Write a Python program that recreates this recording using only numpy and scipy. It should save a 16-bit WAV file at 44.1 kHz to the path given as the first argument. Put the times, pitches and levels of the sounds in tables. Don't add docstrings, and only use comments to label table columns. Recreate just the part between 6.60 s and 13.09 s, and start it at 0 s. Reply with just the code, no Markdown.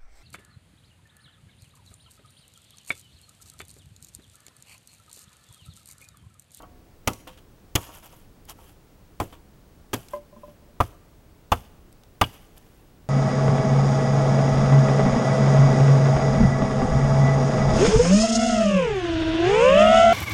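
import sys
import numpy as np
from scipy import signal
from scipy.fft import rfft, irfft, next_fast_len
from scipy.io import wavfile
from scipy.ndimage import map_coordinates

SR = 44100
rng = np.random.default_rng(int(sys.argv[2]) if len(sys.argv) > 2 else 0)


def unload_wav(signal):
    wavfile.write(
        sys.argv[1],
        SR,
        np.round(np.clip(np.atleast_2d(signal).T, -1, 1) * 32767).astype(np.int16),
    )


N = 286188
T = np.arange(SR // 2) / SR


def amp(db):
    return 10 ** (np.asarray(db) / 20)


def unit(x):
    return x / np.sqrt(np.mean(x ** 2) + 1e-20)


def at_level(x, db):
    head = x[:round(0.03 * SR)]
    return amp(db) * x / np.sqrt(np.mean(head ** 2) + 1e-20)


def along(points, hz):
    point_hz, value = np.transpose(points)
    return np.interp(np.log(hz + 1), np.log(point_hz), value)


def colour(x, spectrum):
    size = 2 * next_fast_len(len(x))
    gain = amp(along(spectrum, np.fft.rfftfreq(size, 1 / SR)))
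    cepstrum = irfft(np.log(gain))
    cepstrum[1:size // 2] *= 2
    cepstrum[size // 2 + 1:] = 0
    return irfft(rfft(x, size) * np.exp(rfft(cepstrum)))[:len(x)]


def add(track, start_s, sound):
    part = track[max(round(start_s * SR), 0):][:len(sound)]
    part += sound[:len(part)]


def burst(hold_s, t60_s):
    return amp(-60 * np.maximum(T - hold_s, 0) / t60_s)


def grains(rate_hz, spread_db, size):
    strength = amp(spread_db * np.minimum(rng.standard_exponential(size), 4))
    happens = rng.random(size) < rate_hz / SR
    return unit(happens * strength * rng.choice([-1, 1], size))


def ring(modes, hold_s, attack_s, vary_db, detune, tilt_db=0):
    hz, db, t60_s = np.transpose(modes)[:, :, None]
    strength, pitch, phase = rng.standard_normal((3, len(modes), 1))
    gain = amp(db + vary_db * strength + tilt_db * np.log2(hz / hz[0]))
    waves = np.sin(2 * np.pi * (hz * (1 + detune * pitch) * T + phase))
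    return (gain * waves * burst(hold_s, t60_s)).sum(0) * (1 - np.exp(-T / attack_s))


# [dB, relative density]
AIR_SPECTRUM = [(12, -39), (20, 2.5), (44, -2.5), (76, -3.5), (133, -8), (171, -8.5), (232, -12),
                (315, -12), (393, -15), (439, -14), (478, -17), (811, -22), (2330, -31.5), (12100, -39.5),
                (15500, -38)]
AIR_DB = -52.5


def air():
    t = np.arange(N) / SR
    rush = amp(AIR_DB) * unit(colour(rng.standard_normal(N), AIR_SPECTRUM))
    low = signal.sosfiltfilt(signal.butter(2, 600, fs=SR, output="sos"), rush)
    hiss = rush - low
    drift = map_coordinates(rng.standard_normal(40), [t * 4])
    whine = np.sin(2 * np.pi * 15735 * t)
    return hiss + amp(0.49 * drift) * low + amp(-72.0) * whine


TONE_HZ, TONE_DB, TONE_T60_S = 721, -56, 1.25


def faint_ring():
    t = np.arange(N) / SR
    return amp(TONE_DB - 60 * t / TONE_T60_S) * np.sin(2 * np.pi * TONE_HZ * t)


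# [dB, relative]
ECHO_SPECTRUM = [(60, -4.5), (400, -1), (1000, -14), (2000, -6), (3100, -4.5), (4500, -0.5), (12000, 2),
                 (16000, -5)]
# pitch_hz [Hz], t60_s [s]
ECHO_DECAY = [(100, 0.44), (1000, 0.84), (3000, 0.77), (12000, 0.61)]
TREELINE_S, TREELINE_SPREAD_S, TREELINE_DB = 0.13, 0.0085, -1.5


def forest(x):
    out = np.zeros(N)
    for start in range(0, N, SR // 2):
        hz, t, noise = signal.stft(rng.standard_normal(SR), SR, nperseg=256)
        decay = amp(-60 * t / along(ECHO_DECAY, hz)[:, None])
        fade = decay * (1 - np.exp(-t / 0.0039))
        treeline = 1 + amp(TREELINE_DB) * np.exp(-0.5 * ((t - TREELINE_S) / TREELINE_SPREAD_S) ** 2)
        tail = signal.istft(noise * fade * treeline, SR, nperseg=256)[1]
        tail = colour(tail / np.linalg.norm(tail), ECHO_SPECTRUM)
        add(out, start / SR, signal.fftconvolve(x[start:start + SR // 2], tail))
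    return out


def crackles(size, cycles, spread_db):
    start, pitch, strength = rng.random((size, 3)).T[:, :, None]
    step = np.arange(96)
    turns = 4500 * 3 ** pitch * step / SR
    gain = amp(spread_db * np.minimum(-np.log(1 - strength), 4))
    ticks = gain * np.sin(2 * np.pi * turns) * np.exp(-turns / cycles)
    place = (start * N).astype(int) + step
    return unit(np.bincount(place.ravel(), ticks.ravel(), N)[:N])


# peak_s [s], level_db [dB, before trim and clumping], half_width_s [s]
RUSTLES = [(1.239, -46, 0.021), (1.353, -47, 0.022), (1.452, -48.5, 0.013), (1.545, -57, .045),
           (1.904, -40, 0.0084), (2.05, -56, .039), (3.42, -55.5, 0.027), (3.54, -51, 0.019),
           (3.87, -63.5, 0.0427), (5.748, -52, 0.013), (5.82, -60.5, 0.028), (5.974, -52.5, 0.0056),
           (6.08, -64.5, 0.11)]
# [dB, relative density]
LEAF_SPECTRUM = [(200, -10), (700, 7), (1300, 3.5), (2000, -3), (3100, 4), (4200, -12.5), (6300, -9.5),
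                 (9000, -8), (13000, -1.5), (15500, -10)]
SHAKE_DB, SHAKE_GROWS, SHAKE_RISE_S, SHAKE_T60_S = -40.5, 0.08, 0.02, 0.31


def leaves():
    t = np.arange(N) / SR
    power = sum(amp(db) ** 2 * np.exp(-0.5 * ((t - peak_s) / half_width_s) ** 2)
                for peak_s, db, half_width_s in RUSTLES)
    shake = np.minimum(T / SHAKE_RISE_S, 1) * amp(-60 * T / SHAKE_T60_S)
    for start_s, _, _, crack_db, _, _ in BLOWS:
        shake_db = SHAKE_DB + SHAKE_GROWS * (crack_db - USUAL_CRACK_DB)
        add(power, start_s, (amp(shake_db) * shake) ** 2)
    clumps = map_coordinates(rng.standard_normal(N // 400), [t * 90], mode="mirror")
    rustle = grains(9000, 2.4, N) + crackles(size=10000, cycles=2.5, spread_db=4.5)
    texture = unit(amp(1.07 * clumps) * colour(rustle, LEAF_SPECTRUM))
    return np.sqrt(power) * amp(-1.0) * texture


# [Hz, centre]
SNAPS = [(.022, -61, 6940), (.533, -48.5, 5870), (1.853, -61.5, 11500), (1.896, -48.5, 6600),
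         (3.485, -55.5, 5000), (5.327, -63, 8500), (5.436, -63, 4700), (5.979, -57, 11300)]
SNAP_LIFE_S, SNAP_USUAL_DB, SNAP_DOUBLES_DB = 0.013, -58.5, 7.5


def snaps():
    out = np.zeros(N)
    for start_s, db, hz in SNAPS:
        spectrum = [(hz / 16, -32), (hz / 3, -7), (hz, 0), (hz * 3, -11)]
        t60_s = SNAP_LIFE_S * 2 ** ((db - SNAP_USUAL_DB) / SNAP_DOUBLES_DB)
        snap = colour(grains(6770, 3.3, len(T)) * burst(0.00072, t60_s), spectrum)
        add(out, start_s, at_level(snap, db))
    return out


# start_s [s], level_db [dB]
CHIPS = [(0.674, -47.5), (0.724, -60.5), (0.774, -56.5), (1.425, -61.5), (2.725, -54)]
# [dB, relative density]
CHIP_SPECTRUM = [(300, -20), (1400, -1.5), (2200, -4.5), (3200, 3.5), (4200, -9.5), (7000, -11.5),
                 (15000, -14)]


def chips():
    out = np.zeros(N)
    for start_s, db in CHIPS:
        clatter = colour(grains(4500, 3.3, len(T)) * burst(0.001, t60_s=0.13), CHIP_SPECTRUM)
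        add(out, start_s, at_level(clatter, db))
    return out


def falling(modes, knocks, attack_s, scuff_db, hardest_tilt_db, dulling):
    out = np.zeros(N)
    hardest_db = max(db for _, db in knocks)
    for start_s, db in knocks:
        tilt_db = hardest_tilt_db - dulling * (hardest_db - db)
        tone = ring(modes, hold_s=0.002, attack_s=attack_s, vary_db=3.5, detune=0.0034, tilt_db=tilt_db)
        scuff = colour(grains(3200, 0.91, len(T)) * burst(0.0071, 0.1), BITE_SPECTRUM)
        add(out, start_s, at_level(tone, db) + at_level(scuff, db + scuff_db))
    return out


# pitch_hz [Hz], level_db [dB, relative], t60_s [s]
STICK_MODES = [(223.6, -19.5, 0.19), (360, -22.5, 0.16), (586.6, -0.5, 0.16), (896, -26, 0.16),
               (1025, -1.5, 0.065), (1612, -23.5, 0.037), (2060, -32, 0.07)]
# [dB, ring]
STICK_KNOCKS = [(3.534, -30), (3.562, -40), (3.726, -50.5), (3.763, -48.5), (3.833, -43), (3.879, -49.5),
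                (4.02, -60), (4.085, -59.5)]


def cut_stick():
    return falling(STICK_MODES, STICK_KNOCKS, attack_s=0.0023, scuff_db=-26, hardest_tilt_db=4.5, dulling=0.5)


# pitch_hz [Hz], level_db [dB, relative], t60_s [s]
BRANCH_MODES = [(296, -0.5, 0.095), (511.7, -2, 0.25), (637, 1, 0.093), (743, -3, 0.085), (937, 0.5, 0.25),
                (1052, -6, 0.1), (1117, -0.5, 0.24), (1520, -8, .07), (2700, -5.5, 0.026),
                (3110, -1, 0.055)]
# [dB, ring]
BRANCH_KNOCKS = [(.001, -52.5), (.029, -50.5), (.492, -42.5), (0.671, -46), (1.171, -42), (1.265, -58),
                 (1.288, -51.5), (1.427, -59.5), (1.528, -59.5), (1.895, -60.5), (1.986, -56), (2.725, -53)]


def cut_branch():
    return falling(BRANCH_MODES, BRANCH_KNOCKS, attack_s=0.00027, scuff_db=-1,
                   hardest_tilt_db=-2.0, dulling=0.064)


# pitch_hz [Hz], level_db [dB, relative], t60_s [s]
GROUND_MODES = [(56, -2, 0.23), (65, -7.5, 0.25), (86.5, 10, 0.12), (106.1, 0.5, 0.14)]


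def thud():
    swing = sum(amp(db - 60 * T / t60_s) * np.sin(2 * np.pi * hz * T) for hz, db, t60_s in GROUND_MODES)
    return swing * (1 - np.exp(-T / 0.0009))


# pitch_hz [Hz], level_db [dB, relative], t60_s [s]
LOG_MODES = [(114, -2.5, 0.18), (189, -8, 0.12), (240.5, 1.5, 0.088), (303, -7.5, 0.082),
             (364, -9.5, 0.054), (477, -6.5, 0.068)]
# [dB, relative density]
CRUSH_SPECTRUM = [(60, -23.5), (150, -4.5), (240, -6), (330, -5.5), (410, -7), (520, -8.5), (900, -16.5),
                  (2000, -38.5)]
LOG_DB, LOG_GROWS = -25, 0.18


def log_under_cut(harder_db):
    log_db = LOG_DB + LOG_GROWS * harder_db
    log = ring(LOG_MODES, hold_s=0.0014, attack_s=0.0012, vary_db=4, detune=0.021)
    crush = colour(grains(3000, 2.2, len(T)) * burst(0.0041, 0.14), CRUSH_SPECTRUM)
    return at_level(log, log_db - 3.5) + at_level(crush, log_db - 4.5)


# pitch_hz [Hz], level_db [dB, relative], t60_s [s]
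PINNED_MODES = [(609, -1, 0.027), (691, -5, 0.055), (766, -5, 0.069), (847, -1.5, 0.041),
                (1018, 2.5, 0.026), (1196, 4.5, 0.048), (1374, -18.5, 0.12), (1560, -20, 0.096),
                (1635, -20, 0.073), (2020, -19, .035)]
# [dB, relative density]
BITE_SPECTRUM = [(150, -30.5), (450, -10.5), (800, 2), (1300, 1), (1650, -12.5), (2300, -13.5),
                 (4000, -32.5)]


def knock(knock_db, tilt_db):
    stick = ring(PINNED_MODES, hold_s=0.0043, attack_s=0.00092, vary_db=4.5, detune=0.016, tilt_db=tilt_db)
    bite = colour(grains(5000, 2.3, len(T)) * burst(0.01, 0.051), BITE_SPECTRUM)
    return at_level(stick, knock_db - 4.0) + at_level(bite, knock_db - 4.5)


# pitch_hz [Hz], level_db [dB, relative], t60_s [s]
BLADE_MODES = [(2237, -17, 0.024), (2315, -4, 0.024), (2585, -6, 0.028), (2654, -10.5, 0.06),
               (2886, 3.5, 0.045), (3190, 5, 0.017)]
BLADE_VARY_DB = 3
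# [dB, relative density]
CRACK_SPECTRUM = [(600, -45), (1400, -5), (2000, -3.5), (2800, -1.5), (3400, 1), (3900, -13.5), (5000, -10),
                  (8000, -36)]
# [dB, relative density]
SPLINTER_SPECTRUM = [(2000, -45.5), (3800, -1.5), (5000, -5), (6100, 4.5), (7500, -0.5), (9500, -3),
                     (12000, -1), (14000, -6.5), (16000, -5)]
SPLINTER_DB, SPLINTER_FALLS = -2.5, 0.62
TEAR_S, TEAR_DOUBLES_DB = 0.004, 16.5


def tearing(crack_db, harder_db, wait_s):
    splinter_db = crack_db + SPLINTER_DB - SPLINTER_FALLS * harder_db
    tear_s = TEAR_S * 2 ** ((crack_db - USUAL_CRACK_DB) / TEAR_DOUBLES_DB)
    blade = ring(BLADE_MODES, hold_s=0.0023, attack_s=0.000775, vary_db=BLADE_VARY_DB, detune=0.012)
    parting = amp(-7 * np.clip((wait_s - T) / 0.0016, 0, 1))
    crack = colour(grains(5000, 3.8, len(T)) * parting * burst(wait_s + tear_s, 0.044), CRACK_SPECTRUM)
    splinters = grains(8000, 3.8, len(T)) * parting * burst(wait_s + tear_s, 0.019)
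    splinters = colour(splinters, SPLINTER_SPECTRUM)
    return (at_level(crack, crack_db - 0.8) + at_level(blade, crack_db - 6.0)
            + at_level(splinters, splinter_db))


# [dB, reference for ping and scrape]
GLANCES = [(5.639, -35.5)]


def glances():
    out = np.zeros(N)
    for start_s, db in GLANCES:
        ping = ring(BLADE_MODES, hold_s=0.00242, attack_s=0.0003, vary_db=BLADE_VARY_DB,
                    detune=0.0067, tilt_db=9.0)
        scrape = colour(grains(6000, 1.6, len(T)) * burst(0.0061, 0.03), CRACK_SPECTRUM)
        add(out, start_s, at_level(ping, db + 1.0) + at_level(scrape, db - 5.5))
    return out


# start_s [s], knock_db [dB, reference for stick and bite],
# thud_db [dB, ground], crack_db [dB, reference for crack, blade and splinters],
# tilt_db [dB per octave, stick modes], wait_s [s until the fibres part]
BLOWS = [(0.474, -26.5, -30, -28.5, -5, 0.0013), (1.153, -30, -25, -26, -4, 0.0018),
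         (2.6005, -27, -31.5, -42, -9.5, 0), (3.332, -30.5, -36.5, -35, 16, 0.007),
         (4.203, -17, -22.5, -39, -7.5, 0.0026), (4.9182, -16, -21, -29, -5, 0),
         (5.613, -17, -23, -25, 7.5, 0)]
USUAL_KNOCK_DB, USUAL_CRACK_DB = -24.5, -32


def chops():
    out = np.zeros(N)
    for start_s, knock_db, thud_db, crack_db, tilt_db, wait_s in BLOWS:
        harder_db = knock_db - USUAL_KNOCK_DB
        add(out, start_s, at_level(thud(), thud_db) + log_under_cut(harder_db))
        add(out, start_s, knock(knock_db, tilt_db))
        add(out, start_s, tearing(crack_db, harder_db, wait_s))
    return out


def scene():
    pieces = cut_branch() + cut_stick()
    wood = chops() + glances() + pieces + snaps() + chips() + leaves()
    echo = amp(-21.5) * forest(wood)
    return (wood + echo + faint_ring() + air())[None]


TOP_HZ = 16000


def record(dry):
    held = dry / (1 + np.abs(dry / 0.55) ** 8) ** (1 / 8)
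    size = next_fast_len(N + SR // 2)
    passed = np.fft.rfftfreq(size, 1 / SR) < TOP_HZ
    return irfft(rfft(held, size) * passed, size)[:, :N]


dry = scene()
out = record(dry)
unload_wav(out)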